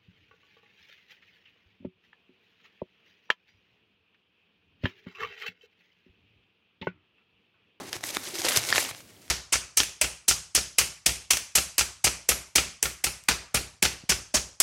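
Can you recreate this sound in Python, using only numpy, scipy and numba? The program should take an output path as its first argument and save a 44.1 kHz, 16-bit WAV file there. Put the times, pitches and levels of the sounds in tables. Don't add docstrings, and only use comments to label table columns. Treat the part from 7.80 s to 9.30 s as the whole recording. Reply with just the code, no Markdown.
import sys
import numpy as np
from scipy import signal
from scipy.fft import rfft, irfft
from scipy.io import wavfile
from scipy.ndimage import uniform_filter1d
from numba import njit

SR = 44100
rng = np.random.default_rng(int(sys.argv[2]) if len(sys.argv) > 2 else 0)


def to_wav(sig):
    pcm = np.clip(np.atleast_2d(sig), -1, 1) * 32767
    pcm = np.round(pcm).astype(np.int16)
    wavfile.write(sys.argv[1], SR, pcm.T)


def gain_from_db(level_db):
    decades = np.asarray(level_db, float) / 20
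    return 10 ** decades


N = 66150

# t/s, level/dB
PRESSURE = [(0, -41.5), (.16, -55), (.2, -55.5), (0.301, -45.5), (.42, -50.5), (.63, -48), (.66, -44.5),
            (.75, -44.5), (.86, -51.5), (.95, -43.5), (1.0, -46.5), (1.12, -57), (1.25, -89)]


def level(x):
    return x / np.sqrt(np.mean(x ** 2))


def table_db(table, hz):
    table_hz, db = np.transpose(table)
    return np.interp(np.log(np.maximum(hz, 1)), np.log(table_hz), db)


def colour(x, table):
    hz = np.arange(N // 2 + 1) * SR / N
    return irfft(rfft(x) * gain_from_db(table_db(table, hz)), N)


def ring(x, hz, width):
    b, a = signal.iirpeak(hz, hz / width, fs=SR)
    return signal.lfilter(b, a, x)


def walk(rate):
    hold = int(SR / rate)
    steps = np.repeat(rng.standard_normal(N // 40), hold)[:N]
    return level(uniform_filter1d(steps, hold))


@njit
def grains(n, start, turn, cycles, size, sag):
    out = np.zeros(n)
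    for g in range(len(start)):
        w, a, phase, i = turn[g], size[g], 0., start[g]
        while a > size[g] / 300 and i < n:
            out[i] += a * np.sin(phase)
            phase += w
            a *= 1 - w / (2 * np.pi * cycles[g])
            w *= 1 - sag * w / (2 * np.pi)
            i += 1
    return out


def effort():
    # t/s, level at start/dB, level at end/dB, brightness/dB
    strokes = [(0, -46.5, -52.5, -3.5), (0.056, -45.5, -44.5, -2.5), (0.099, -52, -51, -2),
               (0.129, -37.5, -38.5, -4), (0.169, -46.5, -57, -0.5), (.206, -50, -51, 1),
               (.22, -63, -42, 3), (0.234, -37, -37.5, 3), (.312, -46, -35, -1), (0.353, -41, -27.5, -3),
               (0.3718, -45.5, -42, 2), (0.433, -38.5, -37, 0.1), (0.493, -40.5, -43, 0.5),
               (0.542, -35.5, -37, 0.8), (.585, -34.5, -34.5, 2), (.608, -36, -36.5, 1.5),
               (.634, -30.5, -33, -1), (0.644, -28, -27, -1.5), (0.659, -29.5, -31, -3.5),
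               (.685, -24, -28, 4), (0.694, -29, -30, 0), (0.739, -31, -27, -2), (0.759, -23, -20, 2.5),
               (0.775, -23, -34, -0.9), (0.8, -36, -35.5, -0.3), (.874, -36, -30, -0.5),
               (0.889, -30, -29.5, -1.5), (.9015, -27.5, -35, -1.5), (0.914, -33.5, -29.5, -5),
               (0.949, -26.5, -24.5, -1.5), (0.991, -28, -35.5, 2), (1.058, -35.5, -39, -1),
               (1.115, -45.5, -52.5, -3), (1.159, -46.5, -52, 0.3), (1.212, -57.5, -70.5, 4.5),
               (1.276, -59.5, -52, -1), (1.308, -62.5, -73, -6), (1.415, -57.5, -59.5, -1)]
    edge_s = 0.0045
    start, db_from, db_to, bright_db = np.transpose(strokes)
    t = np.arange(N) / SR
    k = np.searchsorted(start, t, side="right").clip(1) - 1
    lasting = np.diff(np.append(start, N / SR))
    along = (t - start[k]) / lasting[k]
    db = db_from[k] + along * (db_to[k] - db_from[k])
    edge = int(edge_s * SR) + 1
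    return uniform_filter1d(gain_from_db(db), edge), uniform_filter1d(gain_from_db(bright_db[k]), edge)


def crease_clicks():
    per_s, cycles, scatter_db, cap_db = 3500, 2.38, 4, 8
    wait, pitch, life, size = rng.random((9000, 4)).T
    t = np.cumsum(-np.log(wait) / per_s)
    inside = t < N / SR
    at = (t[inside] * SR).astype(np.int64)
    hz = 500 * 30 ** pitch[inside]
    db = np.minimum(-scatter_db * np.log(size[inside]), cap_db)
    return grains(N, at, 2 * np.pi * hz / SR, cycles * (0.5 + life[inside]), gain_from_db(db) * hz, 0.024)


def sliding():
    flicker_db, hiss = 3, np.zeros(N)
    for hz in 600 * 2 ** np.arange(0, 5, 0.66):
        band = ring(rng.standard_normal(N), hz, hz * 0.8)
        hiss += band * np.sqrt(hz) * gain_from_db(flicker_db * walk(91.2))
    return colour(hiss, [(300, -4.5), (16000, -7.5)])


def rustle():
    # f/Hz, level/dB per Hz
    paper_spectrum = [(290, -3), (500, -2.5), (1130, -6.5), (1250, -6.5), (2260, -0.5), (2460, -4),
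                      (6060, -4), (12300, -9.5), (16000, -21.5)]
    slide_db, bright_hz = 1.5, 5500
    mixed = level(crease_clicks()) + gain_from_db(slide_db) * level(sliding())
    sheet = level(colour(mixed, paper_spectrum))
    gain, bright = effort()
    low_pass = signal.butter(1, bright_hz, fs=SR, output="sos")
    dull = signal.sosfiltfilt(low_pass, sheet)
    return gain * (dull / bright + (sheet - dull) * bright)


def room_hush():
    # f/Hz, level/dB per Hz
    room_spectrum = [(15, -48.5), (25, -27), (87, -3), (212, -4.5), (624, -11), (887, -20.5), (3080, -20),
                     (8830, -22.5), (16000, -27.5)]
    hush_db, sway_db = -57, 1.8
    hush = level(colour(rng.standard_normal(N), room_spectrum))
    return hush * gain_from_db(hush_db + sway_db * walk(14.8))


def cavity(x):
    # f/Hz, width/Hz, level/dB
    cavity_modes = [(274, 46, -8.5), (341, 72, -7), (480, 200, -14), (780, 120, -14.5)]
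    return sum(gain_from_db(db) * ring(x, hz, width) for hz, width, db in cavity_modes)


def box_rub():
    flicker_db = 2.5
    friction = rng.standard_normal(N) * gain_from_db(flicker_db * walk(40.03))
    t, db = np.transpose(PRESSURE)
    return level(cavity(friction)) * gain_from_db(np.interp(np.arange(N) / SR, t, db, right=-90))


def wall_boom():
    wall_hz, width_hz, wall_db = 94.5, 22, -17.5
    wall = ring(rng.standard_normal(N), wall_hz, width_hz)
    wall = ring(wall, wall_hz, width_hz * 2)
    t, db = np.transpose(PRESSURE)
    load = np.interp(np.arange(N) / SR, t, db, right=-58)
    return level(wall) * gain_from_db(wall_db + uniform_filter1d(load, size=4000))


def thuds():
    # t/s, level/dB, f/Hz
    blows = [(0.0046, -53, 393), (.152, -36, 350), (.233, -33.5, 710), (.238, -21.5, 2030),
             (.298, -37, 600), (.37, -40, 280), (.472, -36, 355), (.535, -32.5, 376), (.552, -34, 342),
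             (.588, -30.5, 346), (.615, -31, 740), (.645, -27, 334), (.648, -26, 486), (.662, -24.5, 527),
             (.664, -26.5, 927), (.70, -28, 595), (.758, -29.5, 390), (.762, -31.5, 620), (.134, -44, 697),
             (.925, -35, 527), (1.366, -47, 3200), (.9265, -12, 4900), (0.9259, -8, 1780),
             (0.235, -41.5, 307), (0.039, -44, 390), (.959, -31, 1100), (1.088, -32, 1136),
             (0.99, -40, 900), (.981, -18, 1790)]
    rise_cycles, fall_cycles = 2.1, 3.04
    t, out = np.arange(N) / SR, np.zeros(N)
    for s, db, hz in blows:
        turns = np.maximum(t - s, 0) * hz
        swell = (1 - np.exp(-turns / rise_cycles)) * np.exp(-turns / fall_cycles)
        out += gain_from_db(db + 6.5) * swell * np.sin(2 * np.pi * turns)
    return out


def fold_rings(hz, ms):
    spread_oct, side_db, under_db, cycles, sag = 1.7, -5, 1.5, 3.0, 0.015
    jitter, delay, sign, strength = rng.random((4, 15))
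    step = (np.arange(15) + jitter) / 7.5 - 1
    octs = spread_oct * step * np.sqrt(np.abs(step))
    f = np.clip(hz * 2 ** octs, 300, 13500)
    late_s = delay ** 3 * ms / 1500
    db = side_db * np.abs(octs) + under_db * np.maximum(-octs, 0)
    size = (0.73 + 0.5 * strength) * gain_from_db(db) * np.sign(sign - 0.5)
    life = cycles * (0.33 + 1.55 * strength) * f / 3000 * ms / 3.5
    return grains(900, (late_s * SR).astype(np.int64), 2 * np.pi * f / SR, life, size, sag)


def snaps():
    # t/s, peak level/dB, f/Hz, length/ms
    folds = [(0.056, -41, 2290, 2), (0.1296, -14, 5000, 1.6), (0.1657, -24, 3600, 1.4),
             (0.2085, -36, 2900, 2), (0.2385, -16.5, 4400, 2), (.29, -23, 3900, 1.4), (0.304, -23, 4300, 4),
             (.3487, -20, 3600, 1.2), (.3488, -20, 12200, 1.1), (.356, -26, 8500, 1),
             (0.3691, -15, 1054, 1.2), (.3694, -14, 3600, 0.9), (.3693, -24, 11500, 1),
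             (.5544, -20, 3900, 2.2), (0.5863, -19.5, 6500, 2), (.5932, -19.5, 5700, 1.5),
             (.5993, -21, 6800, 1.5), (.6055, -20.5, 5000, 1.5), (0.6181, -14.5, 5500, 2.5),
             (.6473, -14, 2000, 1), (0.6506, -13, 6800, 2.8), (.656, -19, 5500, 2),
             (0.6657, -14, 3500, 2.4), (0.6853, -11, 2400, 2), (.688, -17, 6500, 3.5),
             (0.709, -13.5, 3400, 1.5), (0.7191, -15, 4000, 1.5), (0.7229, -15, 3700, 1.5),
             (0.7621, -9.5, 5700, 2.5), (.7654, -12.5, 5400, 2), (.7711, -14, 7500, 1.5),
             (0.7727, -4.5, 5700, 1.6), (.8326, -22, 6500, 2), (.8382, -18.5, 4300, 1.36),
             (.8501, -19, 5000, 1.5), (.8885, -18, 6000, 2), (.9025, -17, 4500, 3), (0.9264, -9, 2200, 2.1),
             (.9593, -8, 2800, 1.5), (0.9802, -4.5, 2600, 1.1), (1.002, -19, 7500, 4),
             (1.025, -21, 2700, 4), (1.049, -21, 3000, 3), (1.1114, -27, 2300, 2), (1.1484, -29, 3700, 1.4),
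             (1.205, -37, 2900, 2), (1.4275, -47, 3800, 1.5), (1.4799, -37, 4900, 1.3)]
    crack_db, tick_db, tick_ms, ceiling_hz = -4, 1, 0.08, 10500
    out, n = np.zeros(N), np.arange(900)
    for s, db, hz, ms in folds:
        run = fold_rings(hz, ms)
        burst = rng.standard_normal(900) * np.exp(-n / (ms * SR / 1300))
        crack = ring(burst, min(hz * 1.13, 9000), hz * 3.4)
        snap = run / np.abs(run).max() + gain_from_db(crack_db) * crack / np.abs(crack).max()
        tick = np.cos(2 * np.pi * hz * n / SR) * np.exp(-n / (tick_ms * SR / 1000))
        snap += gain_from_db(tick_db) * tick / np.abs(tick).max()
        top_hz = min(hz * 2.5, max(ceiling_hz, hz * 1.3))
        band = signal.butter(3, [hz / 5.8, top_hz], "band", fs=SR, output="sos")
        snap = signal.sosfilt(band, snap)
        i = int(s * SR)
        out[i:i + 900] += (snap * gain_from_db(db) / np.abs(snap).max())[:N - i]
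    return out


def bumps():
    # t/s, level/dB
    knocks = [(0.072, -63), (0.161, -51.5), (0.235, -58.5), (0.591, -53), (0.655, -56), (0.771, -38.5),
              (.84, -56), (0.898, -49.5), (0.964, -56), (1.111, -53.5), (1.26, -63)]
    # f/Hz, level/dB, t60/s
    panel_modes = [(66, -26, .1), (104.4, 8.5, 0.13), (130, 5.5, 0.18)]
    t, out = np.arange(N) / SR, np.zeros(N)
    for s, db in knocks:
        u = np.maximum(t - s, 0)
        for hz, mode_db, t60 in panel_modes:
            detuned = hz * (1 + 0.045 * (rng.random() - 0.5))
            envelope = (1 - np.exp(-u / 0.0014)) * 1000 ** (-u / t60)
            out += gain_from_db(db + mode_db) * envelope * np.sin(2 * np.pi * detuned * u)
    return out


def room_echo(near):
    echo_db, t60_s, width_hz = -19.5, 0.41, 5030
    u = np.arange(SR // 2) / SR
    tail = ring(rng.standard_normal(len(u)), 2000, width_hz) * 1000 ** (-u / t60_s) * (u > 0.004)
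    return gain_from_db(echo_db) * signal.fftconvolve(near, tail / np.sqrt(np.sum(tail ** 2)))[:N]


def scene():
    hits = snaps()
    box = box_rub() + wall_boom() + bumps() + gain_from_db(-26) * cavity(hits)
    near = rustle() + box + thuds() + hits
    return (near + room_echo(near) + room_hush())[None]


def band_limit(x):
    return signal.sosfilt(signal.butter(12, 16390, fs=SR, output="sos"), x)


def record(dry):
    low_cut = signal.butter(2, 54.5, "high", fs=SR, output="sos")
    top_cut = signal.ellip(10, 0.3, 80, 16150, fs=SR, output="sos")
    heard = signal.sosfilt(top_cut, signal.sosfilt(low_cut, dry))
    return band_limit(heard)


dry = scene()
out = record(dry)
to_wav(out)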